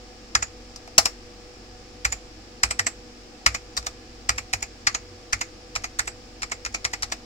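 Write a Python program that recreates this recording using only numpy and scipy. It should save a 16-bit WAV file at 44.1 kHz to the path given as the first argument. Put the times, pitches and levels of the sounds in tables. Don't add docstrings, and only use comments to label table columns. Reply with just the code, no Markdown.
import sys
import numpy as np
from scipy import signal
from scipy.fft import rfft, irfft
from scipy.io import wavfile

SR = 44100
rng = np.random.default_rng(int(sys.argv[2]) if len(sys.argv) > 2 else 0)


def store_pcm(level_fs):
    pcm = np.round(np.clip(level_fs, -1, 1) * 32767).astype(np.int16)
    wavfile.write(sys.argv[1], SR, np.atleast_2d(pcm).T)


N = 319725

# down_s, down_level_db, up_s, up_level_db, thump_db,
# knock_hz, cap_hz, clack_db, crack_db, spring_hz, ping_db
KEYSTROKES = [(0.3519, -15.5, 0.4253, -25, -38, 1300, 1760, 0, -2.5, 7000, 17.5),
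              (0.9808, -9.5, 1.0558, -21.5, -40.5, 760, 5720, -4, 5, 7100, 1.5),
              (2.0509, -18, 2.1233, -28, -36, 1300, 2420, 1.5, 3.5, 7120, 15),
              (2.6341, -15.5, 2.7087, -25, -38, 1230, 2450, -0.5, 0.5, 7900, 14),
              (2.7939, -18, 2.8664, -22, -40, 665, 1880, 2.5, 2, 7620, 14.5),
              (3.4631, -12.5, 3.5469, -26.5, -34, 1220, 2440, 2.5, 0.5, 7250, 7.5),
              (3.775, -25.5, 3.8669, -28, -44, 1230, 3760, -9, 1, 7200, -2),
              (4.2927, -17, 4.3814, -27, -37, 1130, 2440, 1.5, 2.5, 7440, 5),
              (4.5351, -20.5, 4.6262, -29, -36, 800, 2460, 0.5, 3, 6870, 10.5),
              (4.8707, -16, 4.9472, -25, -44, 1210, 4400, 4.5, -3, 6680, 13),
              (5.3297, -19.5, 5.4117, -25, -38.5, 1380, 2200, 2, 0.5, 6740, 11),
              (5.7607, -25, 5.8412, -28, -49.5, 1030, 2350, 0, -0.5, 6500, 8.5),
              (5.9927, -20, 6.076, -29, -42.5, 1430, 1810, -0.5, 1.5, 7870, 14.5),
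              (6.4304, -28, 6.518, -26.5, -51, 1130, 2270, -0.5, -3, 7480, 10),
              (6.6613, -29, 6.7454, -25.5, -47, 1350, 2530, 1, -2, 6700, 9),
              (6.85, -22, 6.9347, -26.5, -42, 950, 2180, -1.5, -0.5, 7240, 2.5),
              (7.0312, -26, 7.121, -26.5, -39, 770, 3860, -2.5, 1, 6900, 0)]
# start_s, level_db, knock_hz, knock_db, clack_db
BRUSHES = [(0.7603, -43, 720, -8, -12), (0.8757, -43, 670, 20, -1), (3.827, -46, 1200, 3, 4)]
# frequency_hz, gain_db
PRESS_EQ = [(130, -25), (300, -10.5), (520, -14), (700, -2.5), (1000, -5), (1250, 2.5), (1550, 0),
            (2000, 4), (2450, -1), (3300, -9.5), (4500, -3), (6000, -11), (7500, -13), (9500, -18.5),
            (15000, -29)]
# frequency_hz, gain_db
RELEASE_EQ = [(130, -9.5), (300, -5.5), (520, -10), (700, 0.5), (1000, -2.5), (1250, 4), (1550, -0.5),
              (2000, 3.5), (2450, 3), (3300, -8.5), (4500, -4), (6000, -11), (7500, -13), (9500, -23.5),
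              (15000, -30.5)]
# centre_hz, width_octaves
CLACK_CRACK_BANDS = [(2100, 0.47), (12500, 0.57)]
# pitch_hz, level_db, t60_s
CASE_RINGS = [(661.4, -31.5, 0.16), (815, -21.5, 0.082), (1319, -15, 0.042), (2110, -28, 0.036),
              (2516, -25.5, 0.094)]
# pitch_hz, level_db, t60_s
DESK_RINGS = [(59.5, 8.5, 0.26), (73.5, 1, 0.18), (98.4, 2.5, 0.27)]
# frequency_hz, gain_db
FAN_EQ = [(22, 1.5), (90, -3), (165, -15.5), (220, -8), (320, -4.5), (410, -13), (560, -10.5), (950, -15),
          (2400, -13.5), (3700, -17.5), (4900, -16), (6500, -27), (9800, -36), (15000, -41)]
# centre_hz, width_hz, gain_db
HOUSING_PEAKS = [(206.3, 53, 8), (346, 64, 6.5), (475, 68, 12), (653, 38, 4), (796, 140, 7.5),
                 (1206, 125, 5.5), (2450, 270, 1), (8600, 300, 4.5), (10100, 300, 0.5)]
# pitch_hz, level_db, wander_share
HUM_TONES = [(46.4, -52, 0.013), (92.5, -59, 0.0067), (119.3, -63, 0.0011), (243.3, -59, 0.0034),
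             (312.4, -60.5, 0.02014), (376, -65, .003), (493.5, -56, 0.00601), (740, -62.5, 0.0028),
             (1700, -71, 0.00346), (15735, -90, .00001)]
# centre_hz, width_hz, gain_db
PORT_PEAKS = [(5467, 1940, 14), (7150, 2660, 13)]

GRAIN = 2 ** 14
AGE_S = np.arange(GRAIN) / SR
GRAIN_HZ = np.maximum(np.fft.rfftfreq(GRAIN, 1 / SR), 1)
KNOCK_WIDTH_HZ, CAP_WIDTH_HZ, SPRING_WIDTH_HZ = 380, 440, 680


def key_presses(plate, firm_db=-18, firm_travel_s=0.004, travel_halves_db=7, tick_db=-31.5):
    hits = []
    for down_s, level_db, *_, knock_hz, cap_hz, clack_db, crack_db, spring_hz, ping_db in KEYSTROKES:
        travel_s = firm_travel_s * 2 ** ((firm_db - level_db) / travel_halves_db)
        peaks = [(knock_hz, KNOCK_WIDTH_HZ, 4.5), (cap_hz, CAP_WIDTH_HZ, 6.5),
                 (spring_hz, SPRING_WIDTH_HZ, 0.52 * ping_db)]
        hits.append((down_s, level_db, [(travel_s, tick_db)], clack_db, crack_db, peaks))
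    return key_hits(hits, PRESS_EQ, plate, snap_db=6.5, snap_hz=1580, swell_t60=0.0043, tick_t60=0.45)


def key_releases(plate, ease_s=0.021, ease_db=-51.5, return_s=0.004, tick_db=-40):
    hits = []
    ticks = [(ease_s, ease_db), (return_s, tick_db)]
    for _, _, up_s, level_db, _, knock_hz, cap_hz, clack_db, crack_db, spring_hz, ping_db in KEYSTROKES:
        peaks = [(knock_hz, KNOCK_WIDTH_HZ, 2), (0.945 * cap_hz, CAP_WIDTH_HZ, 6),
                 (spring_hz, SPRING_WIDTH_HZ, ping_db)]
        hits.append((up_s, level_db, ticks, 0.33 * clack_db, crack_db + 4.5, peaks))
    return key_hits(hits, RELEASE_EQ, plate, snap_db=1, snap_hz=3120, swell_t60=0.0038, tick_t60=0.16)


def cap_brushes(plate):
    hits = [(start_s, level_db, [], clack_db, 0, [(knock_hz, KNOCK_WIDTH_HZ, knock_db)])
            for start_s, level_db, knock_hz, knock_db, clack_db in BRUSHES]
    return key_hits(hits, PRESS_EQ, plate, snap_db=6.5, snap_hz=1570, swell_t60=0.0035)


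def key_hits(hits, eq, plate, snap_db, snap_hz, swell_t60, tick_t60=1, tick_snap_db=-3):
    out = np.zeros((2, N))
    for start_s, level_db, ticks, clack_db, crack_db, peaks in hits:
        tone_db = eq_curve(eq, GRAIN_HZ) + sum(peak_db(*peak) for peak in peaks)
        for (centre_hz, octaves), band_db in zip(CLACK_CRACK_BANDS, (clack_db, crack_db)):
            tone_db += band_db * np.exp(-(np.log2(GRAIN_HZ / centre_hz) / octaves) ** 2 / 2)
        lag_s = 0.0003233 * rng.normal(1, 0.13)
        pan_db = rng.normal(-1, 0.6)
        hit = plastic_contact(plate, tone_db, pan_db, lag_s, snap_db, snap_hz, swell_t60)
        add(out, from_db(level_db) * hit, start_s)
        thin_db = tone_db + 2.5 * np.log2(np.clip(GRAIN_HZ, 400, 8000))
        for early_s, tick_db in ticks:
            tick = plastic_contact(plate, thin_db, pan_db, lag_s, tick_snap_db, snap_hz, swell_t60)
            add(out, from_db(tick_db) * tick * decay(tick_t60), start_s - early_s)
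    return out


def plastic_contact(plate, tone_db, pan_db, lag_s, snap_db, snap_hz, swell_t60):
    dense_modes = (plate + rng.standard_normal(GRAIN)) / np.sqrt(2)
    burst = rng.standard_normal(GRAIN) * decay(0.012)
    snap = signal.lfilter(*signal.butter(2, snap_hz, "high", fs=SR), burst)
    body = dense_modes * decay(0.047)
    for pitch_hz, level_db, t60_s in CASE_RINGS:
        gain = from_db(level_db + rng.normal(0, 1.6)) * rng.choice([-1, 1])
        body += gain * ring(pitch_hz, t60_s)
    swell = 1 - decay(swell_t60)
    direct = at_ports(from_db(snap_db) * snap + swell * body, lag_s)
    desk_echo = from_db(-7) * decay(0.074)
    room_tail = from_db(-23) * decay(0.25)
    echoes = swell * (desk_echo + room_tail) * diffuse_noise(GRAIN, apart_hz=870)
    sound = apply_eq(direct + echoes, tone_db) * from_db([[pan_db / 2], [-pan_db / 2]])
    return sound / rms(sound[:, :int(0.012 * SR)])


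def desk_thumps(delay_s=0.0044, rise_t60=0.038, lift_db=-52):
    out = np.zeros((2, N))
    pushes = []
    for down_s, _, up_s, _, thump_db, *_ in KEYSTROKES:
        pushes += [(down_s, from_db(thump_db)), (up_s, -from_db(lift_db))]
    for start_s, push in pushes:
        thump = 0
        for pitch_hz, level_db, t60_s in DESK_RINGS:
            thump += from_db(level_db + rng.normal(0, 3)) * ring(pitch_hz, t60_s)
        add(out, push * thump * (1 - decay(rise_t60)), start_s + delay_s)
    return out


def fan_rush(level_db=-47.5, right_lift_db=3, shelf_hz=1500):
    hz = np.maximum(np.fft.rfftfreq(N, 1 / SR), 1)
    tone_db = eq_curve(FAN_EQ, hz) + sum(peak_db(*peak, hz=hz) for peak in HOUSING_PEAKS)
    lean_db = right_lift_db / 2 * hz ** 2 / (hz ** 2 + shelf_hz ** 2) * np.array([[-1], [1]])
    air = diffuse_noise(N, apart_hz=606)
    rush = irfft(rfft(air) * from_db(tone_db + lean_db), N)
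    return from_db(level_db) * rush / rms(rush)


def computer_hum(waver_db=3):
    hum = np.zeros(N)
    for pitch_hz, level_db, wander_share in HUM_TONES:
        wandering_hz = pitch_hz * (1 + wander_share * drift(rate_hz=8.2))
        turns = np.cumsum(wandering_hz) / SR + rng.random()
        gain = from_db(level_db + waver_db * drift(rate_hz=8))
        hum += gain * np.sqrt(2) * np.sin(2 * np.pi * turns)
    return hum


def diffuse_noise(size, apart_hz):
    hz = np.fft.rfftfreq(size, 1 / SR)
    alike = 0.85 / (1 + (hz / apart_hz) ** 4)
    mid, side = rfft(rng.standard_normal((2, size)))
    return irfft(np.sqrt(1 + alike) * mid + np.sqrt(1 - alike) * side * [[1], [-1]], size) / np.sqrt(2)


def at_ports(x, lag_s, alike_hz=800):
    delay_s = lag_s / (1 + (alike_hz / GRAIN_HZ) ** 4)
    right = irfft(rfft(x) * np.exp(-2j * np.pi * GRAIN_HZ * delay_s))
    return np.array([x, right])


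def port_resonance(x, centre_hz, width_hz, gain_db):
    height = from_db(gain_db / 2)
    angle = 2 * np.pi * centre_hz / SR
    damp = np.sin(angle) * width_hz / centre_hz / 2
    return signal.lfilter([1 + damp * height, -2 * np.cos(angle), 1 - damp * height],
                          [1 + damp / height, -2 * np.cos(angle), 1 - damp / height], x)


def apply_eq(x, tone_db):
    cepstrum = irfft(np.log(from_db(tone_db)))
    cepstrum[1:GRAIN // 2] *= 2
    cepstrum[GRAIN // 2 + 1:] = 0
    return irfft(rfft(x) * np.exp(rfft(cepstrum)))


def eq_curve(points, hz):
    point_hz, gain_db = np.transpose(points)
    return np.interp(np.log(hz), np.log(point_hz), gain_db)


def peak_db(centre_hz, width_hz, gain_db, hz=GRAIN_HZ):
    return gain_db / (1 + (2 * (hz - centre_hz) / width_hz) ** 2)


def ring(pitch_hz, t60_s):
    return np.sin(2 * np.pi * pitch_hz * AGE_S) * decay(t60_s)


def decay(t60_s):
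    return np.exp(-np.log(1000) * AGE_S / t60_s)


def drift(rate_hz):
    knots = rng.standard_normal(int(rate_hz * N / SR) + 2)
    return np.interp(np.arange(N) * rate_hz / SR, np.arange(len(knots)), knots)


def add(out, grain, start_s):
    start = int(round(start_s * SR))
    part = out[:, start:start + GRAIN]
    part += grain[..., :part.shape[1]]


def from_db(db):
    return 10 ** (np.asarray(db) / 20)


def rms(x):
    return np.sqrt(np.mean(x ** 2) + 1e-20)


def scene():
    plate = rng.standard_normal(GRAIN)
    keys = key_presses(plate) + key_releases(plate) + cap_brushes(plate)
    return keys + desk_thumps() + fan_rush() + computer_hum()


def record(dry):
    heard = np.array([port_resonance(channel, *peak) for channel, peak in zip(dry, PORT_PEAKS)])
    high_cut = signal.ellip(10, 0.1, 80, 16000, fs=SR, output="sos")
    return signal.sosfilt(high_cut, np.clip(heard, -1, 1))


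dry = scene()
out = record(dry)
store_pcm(out)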